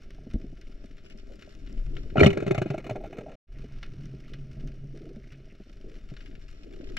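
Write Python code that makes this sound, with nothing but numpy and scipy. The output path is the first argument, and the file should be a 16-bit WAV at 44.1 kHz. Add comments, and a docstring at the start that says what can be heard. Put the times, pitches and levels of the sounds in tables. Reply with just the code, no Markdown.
"""Water rumbles and hums against a camera housing on a night reef dive, with shrimp snapping all around.
Bubbles glug as they pulsate, alone and in clusters, coloured by the resonances of the case.
About two seconds in, a gush of air bursts close by and breaks into a train of gurgles,
with a thin whistle of escaping air behind them. The sound drops out briefly midway,
and the stereo image narrows to mono through the middle stretch."""
import sys
import numpy as np
from scipy import signal
from scipy.fft import rfft, irfft
from scipy.io import wavfile

SR = 44100
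rng = np.random.default_rng(int(sys.argv[2]) if len(sys.argv) > 2 else 0)


def wav_record(signal):
    """Record a signal, one row per channel, as 16-bit PCM in the file named by sys.argv[1]."""
    frames = np.transpose(np.atleast_2d(signal))
    bounded = np.clip(frames, -1, 1)
    # unit amplitude maps onto the largest positive 16-bit level
    quanta = np.round(bounded * 32767).astype(np.int16)
    wavfile.write(sys.argv[1], SR, quanta)


N = 307818
SIZE = 8192  # samples in a one-shot
TIME, AGE = np.arange(N) / SR, np.arange(SIZE) / SR
FREQS = np.arange(N // 2 + 1) * SR / N
BLAST_S = 2.158  # cue for the first blast of air


def undb(db):
    """Decibels to gain."""
    return 10 ** (np.asarray(db) / 20)


def unit(x):
    """Scale to rms 1."""
    return x / np.sqrt(np.mean(x ** 2))


def automation(points):
    """Straight ramps between (time, value) breakpoints."""
    return np.interp(TIME, *np.transpose(points))


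def add(out, s, sound):
    """Mix a one-shot in at time s."""
    start = max(int(s * SR), 0)
    out[start:start + SIZE] += sound[:N - start]


def through(x, ir):
    """Pass a sound through an impulse response."""
    return signal.fftconvolve(x, ir)[:len(x)]


def butter(x, order, hz, kind):
    """Butterworth filter."""
    return signal.sosfilt(signal.butter(order, hz, kind, fs=SR, output="sos"), x)


def envelope(s, length, attack, release):
    """Ramps up from time s over attack seconds; the decay starts at s + length."""
    return np.clip((TIME - s) / attack, 0, 1) * np.exp(-np.maximum(TIME - s - length, 0) / release)


def swell(rise, fall):
    """One-shot envelope: grows for rise seconds, then dies away."""
    return np.minimum(AGE / rise, 1) ** 2 * np.exp(-np.maximum(AGE - rise, 0) / fall)


def burst(rise, fall):
    """A puff of white noise."""
    return rng.standard_normal(SIZE) * swell(rise, fall)


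def wander(rate):
    """Random drift with a spread near 1, turning about rate times a second."""
    return np.interp(TIME * rate, np.arange(1024), 1.2 * rng.standard_normal(1024))


def grains(rate, scatter_db):
    """About rate random impulses a second, scattered in level."""
    fires = rng.random(N) < rate / SR
    strength = np.minimum(rng.exponential(size=N), 4)
    return fires * undb(scatter_db * strength) * rng.choice([-1, 1], N)


def bubble(hz, t60, glide, onset=0.4):
    """A pulsating pocket of air or water: it swells over onset cycles and bends up as it fades."""
    fade = undb(-60 * AGE / t60)
    cycles = np.cumsum(hz * (1 + glide * (1 - fade))) / SR
    return fade * (1 - np.exp(-cycles / onset)) * np.sin(2 * np.pi * cycles)


def swarm(length, count, low_hz, high_hz, cycles):
    """Bubbles of random size within the first length seconds, rms near 1 while they last."""
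    out = np.zeros(N)
    for when, size, strength in rng.random((count, 3)):
        hz = low_hz * (high_hz / low_hz) ** size
        add(out, when * length, undb(5.6 * strength) * bubble(hz, cycles / hz, glide=0.027, onset=1.4))
    return unit(out) * np.sqrt(length * SR / N)


# Boxy resonances of the case: (centre [Hz], width [Hz], boost at ring=1 [dB])
CASE_RESONANCES = [(135, 51, 6.5), (396.3, 31, 15), (618, 250, 10.5), (798, 110, 5), (1368, 65, 5),
                   (1640, 54, 5), (2150, 280, 4), (2514, 24, 8.5), (2930, 220, 10), (3610, 220, 9),
                   (4167, 200, 7), (5450, 340, 2)]
def housing(spectrum, ring=0.7):
    """Impulse response of a source spectrum heard through the case; ring scales the resonances."""
    f = np.arange(SIZE // 2 + 1) * SR / SIZE
    hz, db = np.transpose(spectrum)
    source_db = np.interp(np.log(f + 1), np.log(hz), db)
    boost_db = sum(boost / (1 + (2 * (f - centre) / width) ** 2)
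                   for centre, width, boost in CASE_RESONANCES)
    cepstrum = irfft(np.log(undb(source_db + ring * boost_db)))
    # minimum phase, so the ringing follows the hit
    fold = np.r_[1, np.full(SIZE // 2 - 1, 2), 1, np.zeros(SIZE // 2 - 1)]
    return irfft(np.exp(rfft(cepstrum * fold)))[:SIZE // 2]


# Fader ride on the distant shrimp bed: (time [s], level [dB])
SIZZLE_RIDE = [(0, -66), (0.6, -68), (2.1, -64), (3.2, -71), (3.55, -67), (4.15, -65), (4.8, -68),
               (6.0, -66.5), (6.25, -66), (6.98, -65)]
# Tone of that bed: (frequency [Hz], gain [dB])
SIZZLE_EQ = [(500, -43.5), (950, -14), (1300, 1.5), (1800, -0.5), (2500, -0.5), (3900, -9.5), (5600, -5),
             (6500, -15.5), (9000, -25), (11000, -31), (13000, -25.5), (16000, -46)]
# Bright edge of a snap, far or near: (frequency [Hz], gain [dB])
CRACK_EQ = [(1000, -23.5), (4000, -7.5), (5800, 8), (7400, -11), (9200, -4.5), (11500, -33.5),
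            (13000, -18.5), (16000, -20.5)]
def far_shrimp():
    """Distant snaps, smeared by the rock, merge into a flurrying sizzle dotted with tiny ticks."""
    snaps = through(grains(rate=560, scatter_db=7) ** 2, swell(0.00048, 0.0033))
    haze = rng.standard_normal(N) * np.sqrt(np.abs(snaps) / np.mean(snaps) + 0.5)
    sizzle = unit(through(haze, housing(SIZZLE_EQ)))
    sizzle_db = automation(SIZZLE_RIDE) - 0.43 * wander(rate=4.5)
    ticks = unit(through(grains(rate=60, scatter_db=-2), housing(CRACK_EQ)))
    return sizzle * undb(sizzle_db) + ticks * undb(-83)


# Close shrimp hits: (time [s], relative body level [dB], relative crack level [dB])
SNAP_CUES = [(0.1048, -48, -54), (0.3109, -49, -59), (0.335, -48, -50.5), (0.612, -49, -50),
             (0.857, -56, -57), (0.981, -50.5, -60), (1.0985, -52.5, -55.5), (1.174, -66, -55),
             (1.3553, -66, -55), (1.422, -42.5, -54), (1.5494, -55, -53), (1.672, -49, -66),
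             (1.725, -74, -51.5), (1.967, -37.5, -59), (2.1012, -47, -74), (3.829, -34.5, -55),
             (3.862, -51, -59), (4.0548, -52.5, -49.5), (4.335, -40, -50.5), (4.673, -49, -49.5),
             (4.973, -51.5, -53.5), (5.3208, -48, -55), (5.693, -77, -65), (6.166, -42.5, -68),
             (6.206, -46, -62), (6.2595, -47.5, -59), (6.312, -54, -74), (6.352, -48.5, -57),
             (6.412, -60.5, -69), (6.511, -57, -56), (6.809, -53, -73), (6.889, -50.5, -65),
             (6.9676, -28, -35.5)]
# Body of a close snap: (frequency [Hz], gain [dB])
SNAP_EQ = [(500, -10), (950, -19), (1350, 0.5), (1900, 0), (2600, -3.5), (3900, -10), (5600, -13.5),
           (8500, -46), (11000, -44), (16000, -40.5)]
def near_shrimp():
    """Each close snap layers a sharp crack on a body smeared by the rock."""
    out = np.zeros(N)
    body_ir, crack_ir = housing(SNAP_EQ, ring=0.72), housing(CRACK_EQ, ring=0.3)
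    smear = swell(0.0028, 0.0035) + 0.37 * swell(0.0056, 0.018)
    for s, body_db, crack_db in SNAP_CUES:
        body = through(rng.standard_normal(SIZE) * smear, body_ir)
        crack = through(burst(0.0019, 0.0011), crack_ir)
        add(out, s - 0.002, unit(body) * undb(body_db - 20.5))
        add(out, s, unit(crack) * undb(crack_db - 26.5))
    return out


# Muffled tone of bubbling: (frequency [Hz], gain [dB])
BUBBLE_EQ = [(100, -6), (190, 3.5), (290, 3), (400, -4), (500, -12.5), (640, -11.5), (900, -34.5),
             (1500, -67), (16000, -110)]
def patter():
    """A constant bed of far bubbles that swells round each cluster."""
    gain = undb(-57.5 - wander(rate=3.08))
    for s, length, db, _ in CLUSTER_CUES:
        gain = np.hypot(gain, undb(db - 2) * envelope(s, length, attack=0.019, release=0.086))
    return gain * unit(through(grains(rate=400, scatter_db=3), housing(BUBBLE_EQ, ring=0.6)))


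# Bubble clusters, burble to fine fizz: (time [s], length [s], level [dB], centre pitch [Hz])
CLUSTER_CUES = [(0.326, 0.11, -53, 273), (1.295, 0.037, -54.5, 502), (1.538, 0.25, -53, 241.7),
                (1.856, 0.38, -51.5, 337), (2.939, 0.085, -49, 392.6), (3.059, 0.12, -55, 429),
                (3.182, 0.064, -52, 449), (3.246, 0.098, -55, 598), (3.539, 0.035, -67.5, 2240),
                (4.229, 0.043, -64.5, 2300), (4.558, 0.1, -50, 227), (4.829, 0.029, -79, 2540),
                (4.93, 0.2, -50, 351), (5.214, 0.15, -66.5, 2140), (5.498, 0.026, -62.5, 2300),
                (5.852, 0.094, -53.5, 383), (6.276, 0.051, -54, 290), (6.597, 0.38, -52, 336)]
def clusters():
    """Bubbles of similar size rise together, ringing around one pitch."""
    out, spread = np.zeros(N), 1.292  # pitch ratio either side of the centre
    for s, length, db, hz in CLUSTER_CUES:
        cluster = swarm(length, count=26, low_hz=hz / spread, high_hz=hz * spread, cycles=19)
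        out += np.r_[np.zeros(int(s * SR)), cluster][:N] * undb(db)
    return out


# Surges along the case: (time [s], length [s], rumble level [dB], hum level [dB])
SURGE_CUES = [(0.063, 0.36, -46, -52), (1.507, 0.28, -39.5, -60), (1.729, 0.6, -35.5, -50),
              (2.302, 0.35, -52.5, -43), (3.491, 0.44, -77, -53.5), (3.857, 0.212, -50.5, -41),
              (4.232, 0.3, -45, -44.5), (4.478, 0.17, -39, -42.5), (4.73, 0.147, -54, -46),
              (4.937, 0.45, -49, -55), (5.918, 1.2, -48.5, -68)]
# Sub-heavy tone of the flow: (frequency [Hz], gain [dB])
RUMBLE_EQ = [(8, -9.5), (16, 3.5), (33, -1.5), (50, -10), (70, -18), (110, -20), (200, -40.5), (500, -83)]
# Thumps of water on the case: (time [s], level [dB], pitch [Hz], 60 dB decay [s])
THUMP_CUES = [(0.339, -11, 36.7, 0.099), (0.349, -19, 86, 0.062), (1.77, -19, 27, 0.3),
              (4.141, -30, 50, 0.1)]
def water():
    """Flow rumbles and thumps on the case and stirs its lowest resonance, harder in each surge."""
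    flow, stir = undb(-43), undb(-70.5)  # floor between surges
    for s, length, rumble_db, hum_db in SURGE_CUES:
        surge = envelope(s, length, attack=0.11, release=0.14)
        flow = np.hypot(flow, surge * undb(rumble_db))
        stir = np.hypot(stir, surge * undb(hum_db))
    rumble = unit(through(rng.standard_normal(N), housing(RUMBLE_EQ, ring=0)))
    hum_hz = 137 + 4.5 * wander(rate=45)
    lumps = undb(3.5 * wander(rate=24))
    hum = unit(np.sin(2 * np.pi * np.cumsum(hum_hz) / SR) * lumps)
    buffet = unit(butter(rng.standard_normal(N), 3, [50, 250], "band"))
    out = rumble * flow * undb(2 * wander(rate=4.3))
    out += (hum + undb(-6) * buffet) * stir
    for s, db, hz, t60 in THUMP_CUES:
        add(out, s, -undb(db) * bubble(hz, t60, glide=0.076))
    return out


# Spot bubbles: (time [s], relative level [dB], pitch [Hz])
GLUG_CUES = [(0.185, -43, 670), (0.266, -34.5, 222), (0.341, -23, 196), (0.356, -25, 234),
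             (0.441, -32, 254), (0.525, -38, 256), (0.692, -40.5, 227), (0.837, -35, 264),
             (0.906, -42.5, 274), (1.149, -37.5, 210), (1.307, -43, 232), (1.475, -41.5, 584),
             (3.591, -41, 149), (3.641, -32, 397), (3.747, -41.5, 250), (4.138, -33, 375),
             (4.319, -43, 380), (4.635, -34.5, 228), (4.837, -34.5, 138), (5.162, -33, 210),
             (5.599, -35.5, 200), (5.842, -36, 375), (6.113, -31.5, 132), (6.328, -40, 218),
             (6.8, -38.5, 328), (6.809, -41.5, 540)]
def glugs():
    """Lone bubbles ring for a few cycles and jolt the housing."""
    out, jolt_ir = np.zeros(N), housing(BUBBLE_EQ, ring=0.24)
    for s, db, hz in GLUG_CUES:
        jolt = through(burst(0.00086, 0.0082), jolt_ir)
        tone = bubble(hz, t60=12 / hz, glide=0.024, onset=1)
        add(out, s, undb(db) * (1.69 * tone + 0.5 * jolt / np.abs(jolt).max()))
    return out


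# Thin bands of escaping air: (centre [Hz], width [Hz], level [dB])
WHISTLE_BANDS = [(6020, 320, -78), (8400, 600, -84), (12820, 420, -82)]
def whistle():
    """Once the flow has eased, the air feeding each pocket sings briefly in narrow bands."""
    air = np.zeros(N)
    for hz, width, db in WHISTLE_BANDS:
        band = rfft(rng.standard_normal(N)) / (1 + (2 * (FREQS - hz) / width) ** 4)
        air += undb(db) * unit(irfft(band, N))
    gates = [envelope(s, length=0.0078, attack=0.0068, release=0.017)
             for s, *_ in POCKET_CUES if 2.49 < s < 3.19]
    return air * np.max(gates, axis=0)


def gurgle():
    """Bubbles shed by the gush ring on between the pockets, fainter as they rise away."""
    start_s, fade_s = 2.28, 0.9
    bubbles = swarm(length=1.1, count=70, low_hz=298, high_hz=643, cycles=28)
    return np.roll(bubbles * undb(-43.5) * np.exp(-TIME / fade_s), int(start_s * SR))


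# Dark body of churned water: (frequency [Hz], gain [dB])
CHURN_EQ = [(50, -25), (110, 2), (200, 4), (350, -2.5), (470, -15.5), (650, -11.5), (850, -26), (1100, -48),
            (2500, -63.5), (16000, -105)]
# Fizzy top of fine spray: (frequency [Hz], gain [dB])
SPRAY_EQ = [(500, -28.5), (1000, -1.5), (1350, 3.5), (1550, -2.5), (2300, 2.5), (3200, -12.5), (4350, -12),
            (4750, -20), (6500, -20), (9000, -38.5), (16000, -71.5)]
def wake():
    """The water churns and fizzes hard during the blast, then sputters and settles."""
    specks = grains(rate=640, scatter_db=3) * undb(-3.5 * wander(rate=77))
    churn = unit(through(specks, housing(CHURN_EQ, ring=0.31)))
    fizz = unit(through(specks, housing(SPRAY_EQ, ring=1.15)))
    blast, churn_tail, fizz_tail = (envelope(BLAST_S, length=0.13, attack=0.19, release=release)
                                    for release in (0.009, 0.49, 0.78))
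    return (churn * np.hypot(undb(-25.5) * blast, undb(-44) * churn_tail)
            + fizz * np.hypot(undb(-38.5) * blast, undb(-57) * fizz_tail))


# Sparkle on the blast: (time [s], level [dB], pitch [Hz], attack [cycles], 60 dB decay [s])
CHIRP_CUES = [(2.169, -19, 1360, 3.6, 0.029), (2.171, -27.5, 2500, 3, 0.023), (2.181, -3.5, 1353, 7, 0.017),
              (2.181, -19.5, 2850, 8, 0.027), (2.191, -15.5, 2380, 8, 0.025),
              (2.194, -28.5, 3700, 6, 0.014), (2.201, -13.5, 1400, 4, .026), (2.204, -3, 2317, 6.3, .027),
              (2.205, -19.5, 2950, 8, .025), (2.207, -25, 4210, 13, 0.035), (2.232, -12, 1900, 1.4, .028),
              (2.2323, -18.5, 2980, 2, 0.019), (2.232, -13, 1370, 2, 0.024), (2.261, -14, 2940, 0.8, 0.019),
              (2.262, -19.5, 3560, 1, 0.0076), (2.263, -26.5, 2050, 2, 0.035), (2.303, -28, 2950, 2, .028),
              (2.329, -28, 2080, 2, 0.023)]
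def chirps():
    """Little bubbles in the first blast ring high and die fast."""
    out = np.zeros(N)
    for s, db, hz, onset, t60 in CHIRP_CUES:
        add(out, s, undb(db) * bubble(hz, t60, glide=0.012, onset=onset))
    return out


# Modes of the case struck by each pocket: (pitch [Hz], relative level [dB], 60 dB decay [s])
KNOCK_MODES = [(127, -6, 0.15), (390, -12, 0.077), (805, -27.5, 0.052), (1350, -15.5, .07),
               (1600, -20, .08), (2480, -19, 0.081), (3000, -30, 0.076), (6100, -45.5, .06)]
def case_knock():
    """The case rings in its modes, slightly detuned on every hit."""
    out = np.zeros(SIZE)
    for hz, db, t60 in KNOCK_MODES:
        polarity = rng.choice([-1, 1])
        detune = 1 + 0.021 * rng.standard_normal()
        out += undb(db) * polarity * bubble(hz * detune, t60, glide=0.013, onset=2.1)
    return out


def shreds():
    """Four tiny bubbles tear off a pocket within a few milliseconds."""
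    pitches, delays = rng.uniform(1200, 3100, size=4), rng.uniform(0, 0.006, size=4)
    return sum(np.roll(bubble(hz, t60=52 / hz, glide=0.027, onset=3.1), int(delay * SR))
               for hz, delay in zip(pitches, delays))


# Hollow midrange of a gulp: (frequency [Hz], gain [dB])
GULP_EQ = [(300, -32.5), (480, -13), (610, 0), (830, -6), (930, -18), (1200, -46.5), (16000, -100)]
# Crisp transient of a pop: (frequency [Hz], gain [dB])
POP_EQ = [(2000, -33.5), (5000, -7.5), (6300, 2), (8500, -9.5), (11500, -24.5), (12900, -14.5),
          (16000, -27.5)]
# Air pockets breaking loose, levels before each layer's trim:
# (time [s], body level [dB], gulp level [dB], spray level [dB], pitch [Hz])
POCKET_CUES = [(2.156, -24.5, -21, -46, 406), (2.169, -24.5, -29, -32, 142.6),
               (2.179, -19.5, -23.5, -32.5, 140), (2.194, -24, -26.5, -25, 383),
               (2.203, -27, -22, -22.5, 552), (2.211, -11.5, -30, -41, 393), (2.221, -15.5, -30.5, -31, 86),
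               (2.232, -15.5, -19.5, -21.5, 617), (2.243, -13.5, -26.5, -24, 543),
               (2.261, -10, -19.5, -18, 198.4), (2.302, -29, -34, -33.5, 164),
               (2.328, -37.5, -34, -36, 104.2), (2.355, -39, -41, -56, 384),
               (2.371, -25, -34.5, -32.5, 374.4), (2.401, -35.5, -46, -38.5, 401),
               (2.423, -28.5, -33.5, -40.5, 337), (2.463, -28.5, -37.5, -37, 178.5),
               (2.476, -29, -36.5, -35, 395), (2.508, -19.5, -21.5, -29, 371),
               (2.545, -32, -27.5, -33.5, 134), (2.577, -28, -27.5, -31, 121.5),
               (2.616, -23, -25, -31, 358), (2.658, -28.5, -35, -46.5, 315), (2.701, -28, -25.5, -37, 139),
               (2.74, -30.5, -26.5, -43.5, 325), (2.778, -36.5, -35, -38, 334.6),
               (2.841, -46, -37.5, -44.5, 134), (2.864, -39, -46.5, -41, 309),
               (2.894, -33, -28.5, -35.5, 640), (2.907, -33.5, -28, -42, 117),
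               (2.956, -34, -27.5, -44, 680), (3.004, -46, -37.5, -65, 363),
               (3.037, -52, -31.5, -49.5, 690), (3.058, -50.5, -52.5, -50.5, 640),
               (3.126, -42, -37, -46, 332), (3.168, -52.5, -44, -48.5, 475), (3.183, -34, -41, -43, 452),
               (3.207, -44.5, -36.5, -49.5, 402), (3.262, -47, -34, -69, 660),
               (3.282, -48, -38.5, -58.5, 700), (3.292, -51, -46, -54, 636), (3.315, -55, -54, -51.5, 600)]
def gush():
    """Each pocket of air pops, pulsates, gulps, churns the water, rings the case and tears into spray."""
    out = np.zeros(N)
    churn_ir, gulp_ir = housing(CHURN_EQ, ring=1.14), housing(GULP_EQ, ring=0.92)
    spray_ir, pop_ir = housing(SPRAY_EQ, ring=1.15), housing(POP_EQ)
    spray_shape = swell(0.002, 0.0063) + 0.15 * swell(0.011, 0.014)
    for s, body_db, gulp_db, spray_db, hz in POCKET_CUES:
        churn = unit(through(burst(0.0017, 0.0053), churn_ir))
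        spray = unit(through(rng.standard_normal(SIZE) * spray_shape, spray_ir))
        pop = unit(through(rng.standard_normal(SIZE) ** 3 * swell(0.0033, 0.0061), pop_ir))
        gulp = unit(through(burst(0.00063, 0.0093), gulp_ir))
        spray += undb(-4) * unit(through(shreds(), spray_ir))
        tone = bubble(hz, t60=14.6 / hz, glide=0.022, onset=0.62)
        tone_db = 9 - 0.2 * np.log2(hz / 297)  # big, low pockets pulsate hardest
        knock_db = min(body_db, -27.5)  # stronger pockets ring the case no harder
        hardness = min((s - BLAST_S) / 0.053, 1) ** 2  # the first pockets open softly
        add(out, s, undb(body_db) * (undb(tone_db) * tone + undb(-14) * churn))
        add(out, s, undb(knock_db) * case_knock())
        add(out, s, undb(gulp_db - 20) * gulp)
        add(out, s, undb(spray_db) * (undb(-19.5) * spray + undb(-36.5) * hardness * pop))
    return out


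# How the two microphones hear the case: (frequency [Hz], left over right [dB], left phase lag [rad])
MIC_BALANCE = [(50, 3.3, .1), (200, 2.5, .35), (300, 1.5, .7), (400, -1, 1.8), (500, -2.5, 1),
               (650, -5, .6), (800, -1, .2), (1370, 5, .85), (2400, 4, 1), (4200, 4, .8), (5400, 5, .1),
               (13000, 9, 0)]
def stereo_side(mid):
    """Side signal: level and phase gaps between the microphones, plus treble bouncing in the case."""
    hz, balance_db, lag = np.transpose(MIC_BALANCE)
    log_f, log_hz = np.log(FREQS + 1), np.log(hz)
    balance = undb(np.interp(log_f, log_hz, balance_db))
    ratio = balance * np.exp(-1j * np.interp(log_f, log_hz, lag))
    direct = irfft(rfft(mid) * (ratio - 1) / (ratio + 1), N)
    paths = burst(0.00022, 0.002)
    bounce = through(butter(mid, 1, 2500, "high"), paths / np.linalg.norm(paths))
    return direct + undb(-0.5) * wander(rate=16) * bounce


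# Stretches where the image opens to stereo: (time [s], length [s])
WIDE_CUES = [(0.206, 2.29), (5.432, 1.6)]
def scene():
    """Everything that reaches the housing, mixed in mono and then spread left and right."""
    shrimp = far_shrimp() + near_shrimp()
    mid = shrimp + water() + patter() + glugs() + clusters()
    mid += gush() + chirps() + wake() + gurgle() + whistle()
    width = sum(envelope(s, length, attack=0.98, release=0.24) for s, length in WIDE_CUES)
    mid += width * undb(-1) * butter(shrimp, 3, [6400, 8000], "band")  # brighter crackle when wide
    side = width * stereo_side(mid)
    return np.array([mid + side, mid - side])


# Brief mute midway: (time [s], gain [0-1])
MUTE_RIDE = [(3.353, 1), (3.356, 0), (3.47, 0), (3.54, 1)]
def record(dry):
    """The camera rounds the loudest peaks and cuts the top; the sound drops out for a moment."""
    rounded = np.tanh(0.86 * dry) / 0.82
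    high_cut = signal.ellip(8, 0.2, 70, 15900, fs=SR, output="sos")
    return signal.sosfilt(high_cut, rounded * automation(MUTE_RIDE))


dry = scene()
out = record(dry)
wav_record(out)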